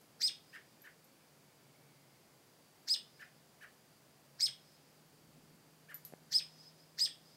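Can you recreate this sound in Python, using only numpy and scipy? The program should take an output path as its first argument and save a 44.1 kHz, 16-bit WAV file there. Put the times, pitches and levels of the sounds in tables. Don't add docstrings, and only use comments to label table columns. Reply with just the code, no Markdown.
import sys
import numpy as np
from scipy import signal
from scipy.fft import rfft, irfft, next_fast_len
from scipy.io import wavfile
from scipy.ndimage import map_coordinates

SR = 44100
rng = np.random.default_rng(int(sys.argv[2]) if len(sys.argv) > 2 else 0)


def store_wav(level_fs):
    pcm = np.round(np.clip(np.atleast_2d(level_fs), -1, 1) * 32767)
    wavfile.write(sys.argv[1], SR, pcm.T.astype(np.int16))


N = 324576
TIME_S = np.arange(N) / SR


def amp(db):
    return 10 ** (np.asarray(db) / 20)

def unit(x):
    return x / np.sqrt(np.mean(x ** 2) + 1e-20)

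def along(points, hz):
    knots_hz, values = np.transpose(points)
    return np.interp(np.log(hz + 1), np.log(knots_hz + 1), values)

def curves(rows, t):
    times, *columns = np.transpose(rows)
    return [np.interp(t, times, column) for column in columns]

def filtered(x, response):
    size = next_fast_len(len(x) + SR // 4)
    return irfft(rfft(x, size) * response(np.fft.rfftfreq(size, 1 / SR)), size)[:len(x)]

def coloured(x, colour):
    return filtered(x, lambda hz: amp(along(colour, hz)))

def noise(colour, size):
    return unit(coloured(rng.standard_normal(size), colour))

def band(centre_hz, width_hz):
    return unit(filtered(rng.standard_normal(N), lambda hz: 1 / (1 + ((hz - centre_hz) / width_hz) ** 2)))

def wobble(rate, size=N):
    knots = rng.standard_normal(int(size * rate / SR) + 4)
    return map_coordinates(knots, [np.arange(size) * rate / SR])

def swell(t, centre_s, width_s):
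    return np.exp(-((t - centre_s) / width_s) ** 2)

def phase_of(hz):
    return 2 * np.pi * np.cumsum(hz) / SR

def add(track, start_s, x):
    start = max(round(start_s * SR), 0)
    track[start:start + len(x)] += x[:N - start]


# frequency_hz, density_db
HUSH_SPECTRUM = [(15, -56), (25, -25), (37, -30.5), (96, -13.5), (144, -6.5), (183, -7.5), (600, -10.5),
                 (1270, -17), (3850, -22), (4770, -20), (5460, -22), (15600, -26.5)]

def hush():
    return amp(-66) * noise(HUSH_SPECTRUM, N)

# time_s, level_db
HUM_LEVELS = [(0, -76), (4.5, -77.5), (5.0, -68.5), (5.6, -71.5), (6.3, -65.5), (7.36, -68.5)]

def machine_hum():
    hz = np.interp(TIME_S, [5.6, 6.5], [156, 158.3]) * (1 + 0.0022 * wobble(3.8))
    return amp(curves(HUM_LEVELS, TIME_S)[0] + wobble(4.0)) * np.sin(phase_of(hz))

def distant_tone(hz, waver, width_hz):
    phase = phase_of(hz * (1 + waver * wobble(13)))
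    return unit(wobble(width_hz) * np.sin(phase) + wobble(width_hz) * np.cos(phase))

def far_birds():
    return amp(-83 + 1.5 * wobble(19)) * distant_tone(4720, waver=0.022, width_hz=450)

# time_s, pitch_hz, level_db
WHINE_GLIDE = [(.6, 2440, -92), (1.3, 2400, -85), (1.8, 2210, -78.5), (2.3, 2080, -85), (3.0, 2070, -100)]

def far_whine():
    hz, db = curves(WHINE_GLIDE, TIME_S)
    return amp(db) * distant_tone(hz, waver=0.0087, width_hz=290)

# centre_s, half_width_s, engine_db, tyre_db
VEHICLES = [(1.9, 0.43, -72.5, -90.5), (4.4, 0.33, -75.5, -114), (5.4, 0.23, -91, -69)]

def traffic():
    drone = rush = amp(-81.5)
    for centre_s, width_s, engine_db, tyre_db in VEHICLES:
        nearness = swell(TIME_S, centre_s, width_s)
        drone = drone + amp(engine_db) * nearness
        rush = rush + amp(tyre_db) * nearness
    engines = drone * band(centre_hz=138, width_hz=7.3)
    tyres = rush * amp(1.1 * wobble(2.55)) * band(centre_hz=224, width_hz=83)
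    return engines + tyres


# start_s, ring_gain_db, click_gain_db
CONTACTS = [(0.013, -75, -66), (.819, -51.5, -69), (1.043, -59, -69), (3.7255, -80, -71),
            (5.944, -36, -54.5), (6.0502, -40.5, -51.5)]
# frequency_hz, relative_db, t60_s
METAL_MODES = [(7020, -31, .3), (12003, -5, 0.11), (12180, -6, 0.032)]
# frequency_hz, relative_db
CLICK_SPECTRUM = [(1500, -13), (5000, -2), (9000, -3), (12000, 6), (13200, -11), (15500, -10)]

def metal_ticks():
    out, t = np.zeros(N), np.arange(SR // 3) / SR
    for start_s, ring_db, click_db in CONTACTS:
        ring = sum(amp(db - 60 * t / t60) * np.sin(2 * np.pi * hz * t) for hz, db, t60 in METAL_MODES)
        click = noise(CLICK_SPECTRUM, len(t)) * (amp(-60 * t / 0.015) + amp(-7 - 60 * t / 0.32))
        add(out, start_s, amp(ring_db) * ring + amp(click_db) * click)
    return out


def pitch_arch(side, t, creep_hz_per_s=4914, flick_s=0.003, slump_s=0.00243):
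    lead_s, rest_hz, held_hz, rise_s, flick_hz, plunge_s = side
    before, after = np.minimum(t, 0), np.maximum(t, 0)
    tension = np.tanh(np.maximum(before + lead_s, 0) / rise_s)
    sweep_hz = rest_hz + tension * (held_hz + creep_hz_per_s * before - rest_hz)
    slump = 1 - 0.16 * (1 - np.exp(-after / slump_s))
    return (sweep_hz + flick_hz * np.exp(before / flick_s)) * np.exp(-after / plunge_s) * slump

def roughened(hz, db, roughness, jitter, flutter_db):
    phase = phase_of(hz * (1 + jitter * roughness * wobble(1400, len(hz))))
    return amp(db + flutter_db * roughness * wobble(703.5, len(hz))), phase

# frequency_hz, gain_db
VOCAL_TRACT = [(1400, -30), (1900, -26.5), (2600, -29), (3300, -17.5), (4000, -6.5), (5000, 0.5),
               (5600, -6), (6400, -17.5), (8200, -11), (9000, -11.5)]

def peek_voice(hz, t, lead_s, gain_db, roughness, attack_db_per_s=1491, release_db_per_s=2600):
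    attack_db = attack_db_per_s * np.minimum(t + lead_s, 0)
    release_db = -release_db_per_s * np.maximum(t - 0.027, 0)
    db = -25 + gain_db + attack_db + release_db + along(VOCAL_TRACT, hz)
    slackness = np.interp(hz, [2060, 4280], [0.85, 0.06])
    roughness = np.clip(roughness + slackness + 0.31 * (t > 0), 0, 1)
    return roughened(hz, db, roughness, jitter=0.0956, flutter_db=6.5)

# lead_s, rest_hz, held_hz, rise_s, flick_hz, plunge_s
LOW_ARCH = (.051, 2150, 5170, .0092, 400, .054)

def low_whistle(t, drift_hz_per_s=30000, collapse_s=0.026):
    drift_hz = drift_hz_per_s * np.minimum(t + LOW_ARCH[0], 0)
    collapse = 1 - 0.378 * np.clip(t / collapse_s, 0, 1) ** 4
    hz = np.maximum((pitch_arch(LOW_ARCH, t) + drift_hz) * collapse, 1)
    return peek_voice(hz, t, lead_s=0.063, gain_db=-1, roughness=0)

# lead_s, rest_hz, held_hz, rise_s, flick_hz, plunge_s
HIGH_ARCH = (.0545, 3850, 8430, .0098, 610, .0215)

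def high_whistle(t, stutter_s=0.0062, sag_db_per_s=97):
    since = t + HIGH_ARCH[0]
    restarted = np.where(since < 0, since % stutter_s - HIGH_ARCH[0], t)
    gain_db = 1.5 * swell(since, stutter_s / 2, stutter_s) - sag_db_per_s * since
    return peek_voice(pitch_arch(HIGH_ARCH, restarted), t, lead_s=0.051, gain_db=gain_db, roughness=0.043)

# top_s, pitch_ratio, length_ratio, rise_db, hold_db, fall_db, upper_voice_db
PEEK_CALLS = [(.272, 0.99, 1.03, -2, 0, -1.5, -2), (2.9363, 0.99, 0.96, -4.5, 1, -2, -3),
              (4.4566, 1.008, 0.93, -2, 1, -2, 0), (6.384, 1.002, 1.07, -2.5, 3.5, -6, -4),
              (7.049, .99, 1.03, -2, 1, -3, -0.5)]
# offset_from_top_s, level_db, half_width_s
RASP_BURSTS = [(-.052, -40, 0.01), (.008, -41, 0.0068)]
# frequency_hz, relative_db
RASP_SPECTRUM = [(1200, -17.5), (1800, -10), (3100, -14), (4200, 8.5), (5600, 11.5), (7000, 0.5),
                 (8300, -7), (9800, -26), (11800, 1), (13500, -32), (15500, -8.5)]

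def peeks():
    out, clock = np.zeros(N), np.arange(-SR // 10, SR // 20) / SR
    for top_s, pitch, length, rise_db, hold_db, fall_db, upper_db in PEEK_CALLS:
        t = np.where(clock < 0, clock / length, clock)
        low_amp, low = low_whistle(t)
        high_amp, high = high_whistle(t)
        low, high = pitch * low, pitch * high
        high_amp = high_amp * amp(upper_db)
        tones = low_amp * np.sin(low) + high_amp * np.sin(high)
        harmonics = low_amp * (amp(-31) * np.sin(2 * low) + amp(-34) * np.sin(3 * low))
        coupling = low_amp * high_amp / (low_amp + high_amp)
        combination = (amp(-14.5) * np.sin(low + high) + amp(-18) * np.sin(2 * high - low)
                       + amp(-31) * np.sin(high - low))
        bursts = sum(amp(db) * swell(t, at_s, width_s) for at_s, db, width_s in RASP_BURSTS)
        held = (t > RASP_BURSTS[0][0]) & (t < 0)
        rasp = (bursts + amp(-52) * held) * noise(RASP_SPECTRUM, len(t))
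        effort = amp(np.interp(t, [-0.038, -0.02, 0.004], [rise_db, hold_db, fall_db]))
        call = effort * (tones + harmonics + coupling * combination + rasp)
        add(out, top_s + clock[0], with_near_echoes(call))
    return out


def diffuse_tail(t60s, build_s):
    hz, t, spectra = signal.stft(rng.standard_normal(SR // 2), SR, nperseg=256)
    fade = amp(-60 * t / along(t60s, hz)[:, None]) * (1 - np.exp(-t / build_s))
    echo = signal.istft(spectra * fade, SR, nperseg=256)[1]
    return echo / np.linalg.norm(echo)

# frequency_hz, t60_s
NEAR_DECAY = [(200, 0.33), (1800, 0.23), (3500, 0.31), (5000, 0.23), (9000, 0.22), (15000, 0.13)]
# frequency_hz, gain_db
NEAR_COLOUR = [(1500, 1), (2400, 6), (3300, 5.5), (4200, -6.5), (5200, -3.5), (8400, 2.5), (14000, 1)]

def with_near_echoes(call, wall_s=0.0074, wall_db=-14):
    scattered = signal.fftconvolve(call, diffuse_tail(NEAR_DECAY, build_s=0.004))
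    out = amp(-8) * coloured(scattered, NEAR_COLOUR)
    add(out, 0, call)
    add(out, wall_s * (1 + 0.05 * rng.standard_normal()), amp(wall_db) * call)
    return out

# delay_s, relative_db
HOUSE_ECHOES = [(.248, -45), (0.304, -43.5), (.455, -49.5)]
# time_s, gain_db
BIRD_FACING = [(5.6, -4), (6.35, 4), (7.05, -2)]

def with_far_echoes(calls, trees_t60_s=2.0):
    t = np.arange(2 * SR) / SR
    trees = amp(-60 * t / trees_t60_s) * rng.standard_normal(len(t))
    response = amp(-39) * trees / np.linalg.norm(trees)
    for delay_s, db in HOUSE_ECHOES:
        front = np.exp(-np.abs(t - delay_s) / 0.015) * rng.standard_normal(len(t))
        response += amp(db) * front / np.linalg.norm(front)
    sent = calls * amp(curves(BIRD_FACING, TIME_S)[0])
    path_colour = [(4200, 10), (5100, 5), (6200, 14), (8500, 4), (15000, -24)]
    return calls + coloured(signal.fftconvolve(sent, response)[:N], path_colour)


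def tuk_voice(contour, t, jitter, flutter_db):
    outside_s = np.maximum(contour[0][0] - t, 0) + np.maximum(t - contour[-1][0], 0)
    amplitude, phase = roughened(*curves(contour, t), jitter, flutter_db)
    return amplitude * np.exp(-outside_s / 0.003), phase

# start_s, pitch_ratio, gain_db
TUK_NOTES = [(0.53, 1.04, 2.5), (.839, 1.005, -2.5), (3.194, 0.99, 1), (3.61, .99, 1), (5.887, 1.006, 0)]
# offset_s, pitch_hz, level_db, roughness_ratio
TUK_LOW_CONTOUR = [(-.001, 1538, -68, 0.01), (.004, 1707, -58, 0.08), (.014, 1826, -53.5, 0.07),
                   (.022, 1706, -52, 0.04), (.028, 1520, -54, 0), (.036, 1170, -62, 0.4)]
# offset_s, pitch_hz, level_db, roughness_ratio
TUK_HIGH_CONTOUR = [(0, 2196, -63, 0.22), (.008, 2956, -67.5, 0.16), (.019, 3115, -67.5, 0.15),
                    (.029, 2537, -63.5, 0.59), (.035, 1850, -49.5, 0.33), (.044, 1520, -57.5, 0.32)]

def tuks():
    out, t = np.zeros(N), np.arange(-SR // 100, SR // 14) / SR
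    rasp_colour = [(900, -16), (1500, 6), (3100, -11), (3600, -6), (8500, -14),
                   (12000, -12), (15500, -17)]
    for start_s, pitch, db in TUK_NOTES:
        low_amp, low = tuk_voice(TUK_LOW_CONTOUR, t, jitter=0.15, flutter_db=7)
        high_amp, high = tuk_voice(TUK_HIGH_CONTOUR, t, jitter=0.2, flutter_db=4)
        tones = low_amp * np.sin(pitch * low) + high_amp * np.sin(pitch * high)
        rasp = amp(-11) * low_amp * noise(rasp_colour, len(t))
        add(out, start_s + t[0], amp(db) * with_near_echoes(tones + rasp))
    return out


# centre_s, peak_db
TOUCHES = [(6.125, -42.5), (6.1376, -34.5)]
# frequency_hz, relative_db
BODY_RESPONSE = [(45, -35), (100, -7), (155, 6), (300, 1.5), (680, 3.5), (1000, -13), (1300, -17),
                 (1700, -11), (2200, -18), (6000, -43), (15000, -58)]

def finger_bumps():
    hz = np.fft.rfftfreq(SR // 10, 1 / SR)
    pulse = np.fft.fftshift(irfft(amp(along(BODY_RESPONSE, hz))))
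    out = np.zeros(N)
    for centre_s, peak_db in TOUCHES:
        add(out, centre_s - len(pulse) / SR / 2, amp(peak_db) * pulse / pulse.max())
    return out


def scene():
    robin = with_far_echoes(peeks() + tuks())
    handling = metal_ticks() + finger_bumps()
    neighbourhood = hush() + machine_hum() + far_birds() + far_whine() + traffic()
    return (robin + handling + neighbourhood)[None]

def record(dry):
    cutoff_hz = 15780
    return np.array([filtered(channel, lambda hz: hz < cutoff_hz) for channel in dry])


dry = scene()
out = record(dry)
store_wav(out)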